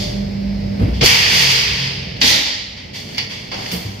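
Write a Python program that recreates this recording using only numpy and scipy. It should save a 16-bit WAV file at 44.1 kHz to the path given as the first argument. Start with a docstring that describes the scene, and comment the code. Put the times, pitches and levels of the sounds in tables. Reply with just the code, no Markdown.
"""A plate shear, a machine that cuts sheet steel, works in a hard-walled workshop. First its drive hums and
rumbles, and steel scrapes briefly. Clamps thud onto the sheet. At 1 s the blade bites with a long steel
crash while the straining drive drones lower. At 2.2 s comes a second crash, probably the cut-off piece
landing. Then the plate is pushed along the table, scraping and clanking, and ends on a bright sizzle."""
import sys
import numpy as np
from scipy.fft import rfft, irfft, next_fast_len
from scipy.io import wavfile
from scipy.ndimage import map_coordinates

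SR = 44100
rng = np.random.default_rng(int(sys.argv[2]) if len(sys.argv) > 2 else 0)


def transcribe(u):
    """Save the signal u as a 16-bit wav file named by the first command-line argument.

    u: samples, shape (n,) or (channels, n), limited to [-1, 1]; the rate is SR.
    q: integer samples, one column per channel.
    """
    v = np.clip(np.atleast_2d(u).T, -1, 1)
    q = np.round(v * 32767).astype(np.int16)
    wavfile.write(sys.argv[1], SR, q)


N = 176400
T = np.arange(N) / SR

# The hiss of steel touching steel. Each row: pitch in Hz, level in dB.
STEEL_HISS = [(2500, -21), (6000, 12), (8000, -1), (9500, 0.5), (11000, -4.5), (12800, 1.5), (14800, -3.5),
              (16000, -18)]


def amp(db):
    """Turns decibels into a number to multiply by."""
    return 10 ** (np.asarray(db) / 20)


def unit(x):
    """Scales a sound to an average (rms) strength of 1."""
    return x / np.sqrt(np.mean(x ** 2) + 1e-20)


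def along(points, hz):
    """Reads between the rows of a table of pitches and values."""
    pitches, values = np.transpose(points)
    return np.interp(np.log(hz + 1), np.log(pitches + 1), values)


def wobble(rate):
    """A smooth curve through `rate` random values a second."""
    coarse = T[::32]
    curve = map_coordinates(rng.standard_normal(2000), [coarse * rate], mode="wrap")
    return np.interp(T, coarse, curve)


def filtered(x, response):
    """Multiplies each pitch in a sound by response(hz)."""
    size = next_fast_len(N + 8192)
    return irfft(rfft(x, size) * response(np.fft.rfftfreq(size, 1 / SR)), size)[..., :N]


def low_pass(x, edge_hz):
    """Steeply fades the pitches above edge_hz."""
    return filtered(x, lambda hz: 1 / (1 + (hz / edge_hz) ** 10))


def shift_ears(x, lead):
    """Puts the wave in one ear ahead of the other."""
    return filtered(x, lambda hz: np.exp(1j * np.outer([.5, -.5], along(lead, hz))))


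def noise(spectrum):
    """Stereo noise, spread between the ears by the workshop's walls."""
    # Each row: pitch in Hz, how alike the ears are (1 the same, -1 opposite).
    likeness = [(60, .99), (170, 0.98), (300, 0.61), (500, -0.24), (1000, -0.4), (2500, 0.45), (4800, 0.24),
                (9000, -0.12)]

    def spread(hz):
        angle = np.arccos(np.clip(along(likeness, hz), -1, 1)) / 2
        return amp(along(spectrum, hz)) * [np.cos(angle), np.sin(angle)]

    mid, side = filtered(rng.standard_normal((2, N)), spread)
    return unit(np.array([mid + side, mid - side]))


def swell(start, rise, fall_db_per_s):
    """A smooth rise, then an even fade."""
    up = np.sin(np.pi / 2 * np.clip((T - start) / rise, 0, 1))
    return up * amp(-fall_db_per_s * np.maximum(T - start - rise, 0))


def step(start, width):
    """Glides from 0 to 1 around the start time."""
    return (1 + np.tanh((T - start) / width)) / 2


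def tones(lines, waver_db, drift, rate):
    """Pure tones that waver in level and drift in phase (radians)."""
    out = 0
    for hz, db in lines:
        level = amp(db + waver_db * wobble(rate)) * np.sqrt(2)
        out += level * np.sin(2 * np.pi * (hz * T + rng.random()) + drift * wobble(rate))
    return out


def steel(spectrum, ring_share=0.36):
    """Chattering steel, heard partly directly and partly through the ringing sheet."""
    contact = noise(spectrum) * amp(0.5 * wobble(rate=140))
    sheet = rng.standard_normal(N) * amp(-60 * T)  # dies away in a second
    ring = irfft(rfft(contact) * rfft(sheet), N)
    return np.sqrt(1 - ring_share) * unit(contact) + np.sqrt(ring_share) * unit(ring)


def idle_hum(cutting):
    """The drive hums, then falls back as the cut begins."""
    # Each row: pitch in Hz, level in dB.
    hum_tones = [(49, -33.5), (100, -38), (198.7, -25.5), (397.5, -52.5), (596, -39.5)]
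    # Standing waves in the room. Each row: pitch in Hz, left ear's lead in radians.
    hum_lead = [(50, 0), (200, 0.3), (400, -3), (600, -2)]
    hum = tones(hum_tones, waver_db=4, drift=0.13, rate=11) * amp(-22.5 * cutting)
    return shift_ears(hum, hum_lead) * amp([[-.8], [.8]])


def rumble():
    """The running machine rumbles over a deep bass."""
    # Tone colours. Each row: pitch in Hz, level in dB.
    rumble_colour = [(40, -35), (80, -7.5), (100, 3), (130, -1.5), (170, -2), (205, -4), (250, -6.5),
                     (310, -12.5), (400, -11), (520, -12), (600, -11), (760, -20), (1200, -30.5),
                     (2000, -32.5), (3300, -88)]
    bass_colour = [(20, -28), (35, -32), (50, -2), (62, 5.5), (75, -3), (100, -1), (200, -54.5)]
    # Loudness over time. Each row: time in seconds, level in dB.
    rumble_level = [(0.0, -22.5), (0.47, -27.5), (0.89, -23), (1.1, -26.5), (1.58, -31), (2.24, -28.5),
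                    (2.34, -26.5), (2.55, -46.5), (2.83, -35), (3.11, -30.5), (4.0, -34)]
    bass_level = [(0, -36.5), (.7, -30.5), (1.05, -22), (1.25, -44), (2.05, -38.5), (2.7, -42), (3.4, -53),
                  (3.8, -51), (4, -51)]
    body = noise(rumble_colour) * amp(np.interp(T, *np.transpose(rumble_level)) - 2.5)
    bass = noise(bass_colour) * amp(np.interp(T, *np.transpose(bass_level)))
    return body + bass


def workshop_hiss(cutting):
    """The room hisses, more softly once the cut begins."""
    # Each row: pitch in Hz, level in dB.
    colour = [(470, -42), (800, 0.5), (1270, -20), (2030, -0.5), (2500, -4), (3590, -8.5), (4950, -0.5),
              (6270, -18), (10600, -40), (14200, -25), (15500, -34)]
    return noise(colour) * amp(-39 - 6 * cutting)


def scrapes():
    """Steel slides on steel: each slide stirs the plate and hisses."""
    # Each row: start and rise in seconds, fade in dB a second, body level in dB,
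    # half the treble boost in dB, hiss level in dB.
    slides = [(-.03, 0.056, 81, -24.5, 3, -38.5), (.79, .012, 4, -39.5, -5.5, -62),
              (.935, .012, 50, -38, 3, -68), (1.029, 0.026, 61, -17.5, 3.5, -17),
              (1.064, 0.022, 41, -16.5, -9, -45), (1.27, 0.16, 66, -16.5, -0.5, -24),
              (1.48, 0.048, 73, -23.5, 10, -34.5), (1.72, 0.15, 109, -26, 0, -52.5),
              (2.202, 0.1, 115, -17, 8, -19.5), (2.45, 0.025, 86, -22, 3.5, -71),
              (2.763, 0.018, 97, -38.5, -2.5, -65), (2.931, 0.038, 90, -29.5, 2, -40),
              (3.06, 0.094, 85, -41, -2, -49), (3.289, 0.032, 48, -29.5, -0.5, -47.5),
              (3.508, .025, 40, -37.5, 0, -61), (3.53, 0.22, 50, -32, 0.5, -40.5)]
    # The scraped plate. Each row: pitch in Hz, level in dB.
    colour = [(290, -28), (500, -9.5), (585, -19), (637, -14.5), (961, -8.5), (1350, -20), (2110, -1.5),
              (2470, -6.5), (3500, -1), (3860, -10.5), (4570, 1.5), (5420, -8), (9000, -32.5), (11700, -65),
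              (19800, -120)]
    body, hiss, out = steel(colour), steel(STEEL_HISS), 0
    low = low_pass(body, edge_hz=3300)
    for start, rise, fade, body_db, bright_db, hiss_db in slides:
        tilted = unit(low + amp(2 * bright_db) * (body - low))
        out += swell(start, rise, fade) * (amp(body_db) * tilted + amp(hiss_db) * hiss)
    return out


def thuds():
    """Each heavy blow rings one low note of the frame, a blur of others and a hollow knock."""
    # Each row: start in seconds, level in dB, pitch in Hz, seconds to fade 60 dB, relative knock in dB.
    blows = [(0.789, -17.5, 186.8, 0.33, -10), (.812, -9.5, 103.5, 0.25, -23.5),
             (0.876, -15, 58.3, 0.41, -22), (1.01, -10, 132, 0.14, -3.5), (1.03, -23, 142, 0.069, 5),
             (2.225, -24, 244.3, 0.4, -12), (2.582, -33, 105, .2, -11), (3.723, -19, 178, 0.31, -10),
             (3.843, -23.5, 102, 0.52, -29)]
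    # Tone colours. Each row: pitch in Hz, level in dB.
    frame_colour = [(25, -36), (55, 3.5), (130, 2), (280, -1), (400, -17.5), (700, -43), (1200, -36),
                    (3000, -82)]
    knock_colour = [(150, -44), (300, -9), (380, -13), (470, -3), (560, -14), (650, -13), (1000, -21.5),
                    (2500, -31), (6000, -47.5)]
    frame, knock, out = noise(frame_colour), noise(knock_colour), 0
    for start, db, hz, ring_s, knock_db in blows:
        note = np.sin(2 * np.pi * hz * (T - start))
        level = amp(db) * swell(start, 0.015, 60 / ring_s)
        out += level * (note + amp(-7) * frame + amp(knock_db) * knock)
    return out


def crashes():
    """The sheet is shaken hard, then rings out, treble first, with a few notes standing clear."""
    # Each row: start in seconds, level in dB, rise and hold in seconds, fade in dB a second,
    # extra fade after the hold in dB a second.
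    hits = [(1.009, -13, 0.006, 0.6, 4.5, 28.5), (2.213, -11.5, 0.0033, .13, 8.5, 49)]
    # The cut and the landing piece. Each row: pitch in Hz, level in dB.
    cut_colour = [(150, -62), (250, -30), (306, -23), (392, -11), (460, -4.5), (501, -15), (680, -16.5),
                  (896, -14), (963, -12), (1290, -14.5), (2080, -3), (2780, 0), (3820, -6.5), (4820, 1),
                  (8000, -23), (10400, -54), (17600, -120)]
    landing_colour = [(150, -44), (250, -1.5), (298, -2.5), (375, -11), (580, -5.5), (731, -11), (833, -6),
                      (1200, -15.5), (1650, -11.5), (1990, 1), (2510, -3.5), (2980, -0.5), (4750, 0.5),
                      (7440, -13), (8000, -55), (10400, -53), (17600, -120)]
    # The sheet's own notes. Each row: pitch in Hz, level in dB.
    sheet_notes = [(1945, -24), (2121, -22), (2293, -22), (2444, -22), (2869, -20), (3171, -22),
                   (3443, -22), (4522, -18), (4775, -19), (4830, -20), (4920, -20), (5351, -24)]
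    out = 0
    for (start, db, rise, hold, fade, extra_fade), colour in zip(hits, (cut_colour, landing_colour)):
        since_hold = np.maximum(T - start - hold, 0)
        wash = unit(low_pass(steel(colour), edge_hz=8060))
        low = low_pass(wash, edge_hz=5560)
        wash = low + (wash - low) * amp(-20.5 * since_hold)
        notes = np.array([tones(sheet_notes, waver_db=3, drift=1.3, rate=22) for ear in range(2)])
        level = amp(db - extra_fade * since_hold) * swell(start, rise, fade)
        out += level * (wash + amp(-0.5) * notes)
    return out


def clanks():
    """The plate knocks on the table: a crack and edge click, a wash of ringing and rattling notes."""
    # Each row: start in seconds, then the levels of crack, ring and edge click in dB.
    knocks = [(1.059, -5, -32, -11.5), (2.165, -33, -36.5, -63), (2.215, -11, -19, -48),
              (3.088, -31, -48, -58), (3.145, -38, -33.5, -58), (3.172, -28, -33.5, -52),
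              (3.18, -16, -20.5, -30), (3.319, -30, -44, -56), (3.515, -31, -28, -51),
              (3.542, -23, -48.5, -55), (3.660, -23.5, -41, -48), (3.715, -28, -27, -30)]
    # The struck plate. Each row: pitch in Hz, level in dB.
    colour = [(240, -24), (400, -22.5), (517, -21), (587, -50), (748, -12.5), (1380, -22), (2110, -6.5),
              (2510, -12), (3580, -11.5), (3900, -20), (4560, -1.5), (9560, -47), (12000, -34),
              (15600, -64), (22000, -120)]
    # The plate's own notes. Each row: pitch in Hz, level in dB, seconds to fade 60 dB.
    plate_notes = [(2000, -11, 0.26), (2140, -11, .25), (2330, -5, 0.42), (2356, -15, 0.28),
                   (2643, -17, 0.62), (2880, -1, .3), (3560, -6, 0.32), (4500, -9, 0.32), (4560, -10, .25),
                   (5070, -10, .22)]
    crack, ring, edge = noise(colour), steel(colour), noise(STEEL_HISS)
    # The plate lies loose, so its notes jitter.
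    notes = [np.array([tones([(hz, db)], waver_db=-0.5, drift=0.41, rate=100) for ear in range(2)])
             for hz, db, _ in plate_notes]
    rise_s, crack_s, wash_s = 0.003, 0.031, 0.39
    out = np.zeros((2, N))
    for start, crack_db, ring_db, edge_db in knocks:
        out += swell(start, rise_s, 60 / crack_s) * (amp(crack_db) * crack + amp(edge_db) * edge)
        out += swell(start, rise_s, 60 / wash_s) * amp(ring_db) * ring
        span = slice(round(start * SR), round(start * SR) + SR // 2)
        for note, (_, _, ring_s) in zip(notes, plate_notes):
            out[:, span] += amp(ring_db - 7 - 60 * (T[span] - start) / ring_s) * note[:, span]
    return out


def load_drone():
    """The drive drones lower while it forces the blade through."""
    # Each row: pitch in Hz, level in dB.
    drone_tones = [(62, -42), (96, -47), (134.6, -33.5), (177.6, -37), (403, -50.5), (458, -48.5)]
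    straining = step(1.11, 0.042) - step(2.19, 0.044)
    return tones(drone_tones, waver_db=3.5, drift=0.65, rate=8.14) * straining


def table_groan():
    """The table groans under the last push."""
    # Each row: pitch in Hz, level in dB.
    colour = [(200, -7.5), (500, -0.5), (950, -3), (1400, -10.5), (2500, -14), (6000, -50)]
    return amp(-30) * swell(start=3.515, rise=0.0067, fall_db_per_s=27.5) * steel(colour)


def sizzle():
    """A thin, bright sizzle of metal ends the last push."""
    # Each row: pitch in Hz, level in dB.
    colour = [(3000, -16), (6000, -9), (9000, -3), (11000, -6.5), (13000, 2), (14500, -1), (16000, -4)]
    return amp(-29) * swell(start=3.712, rise=0.015, fall_db_per_s=129) * steel(colour)


def scene():
    """Adds up the sounds, with the machine slightly to the right."""
    # Each row: pitch in Hz, left ear's lead in radians.
    steel_lead = [(60, 0), (180, 0.36), (400, 0.19), (1200, .2), (2500, 0.58), (3600, -0.035),
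                  (5000, -0.85), (8000, 0.063)]
    # Each row: pitch in Hz, left level minus right level in dB.
    balance = [(60, 1), (130, -0.5), (250, -3.5), (500, 0), (1000, 0), (2500, -2), (5000, -1), (12000, -1)]
    cutting = step(start=1, width=0.1)
    background = idle_hum(cutting) + load_drone() + rumble() + workshop_hiss(cutting)
    blows = thuds()
    metal = crashes() + scrapes() + table_groan() + clanks() + sizzle()
    mix = background + blows + shift_ears(metal, steel_lead)
    return filtered(mix, lambda hz: amp(np.outer([.5, -.5], along(balance, hz))))


def record(dry):
    """Rounds off the loudest peaks and cuts the very highest pitches."""
    rounded = dry / (1 + np.abs(dry) ** 8) ** (1 / 8)
    return filtered(rounded, lambda hz: hz < 15600)


dry = scene()
out = record(dry)
transcribe(out)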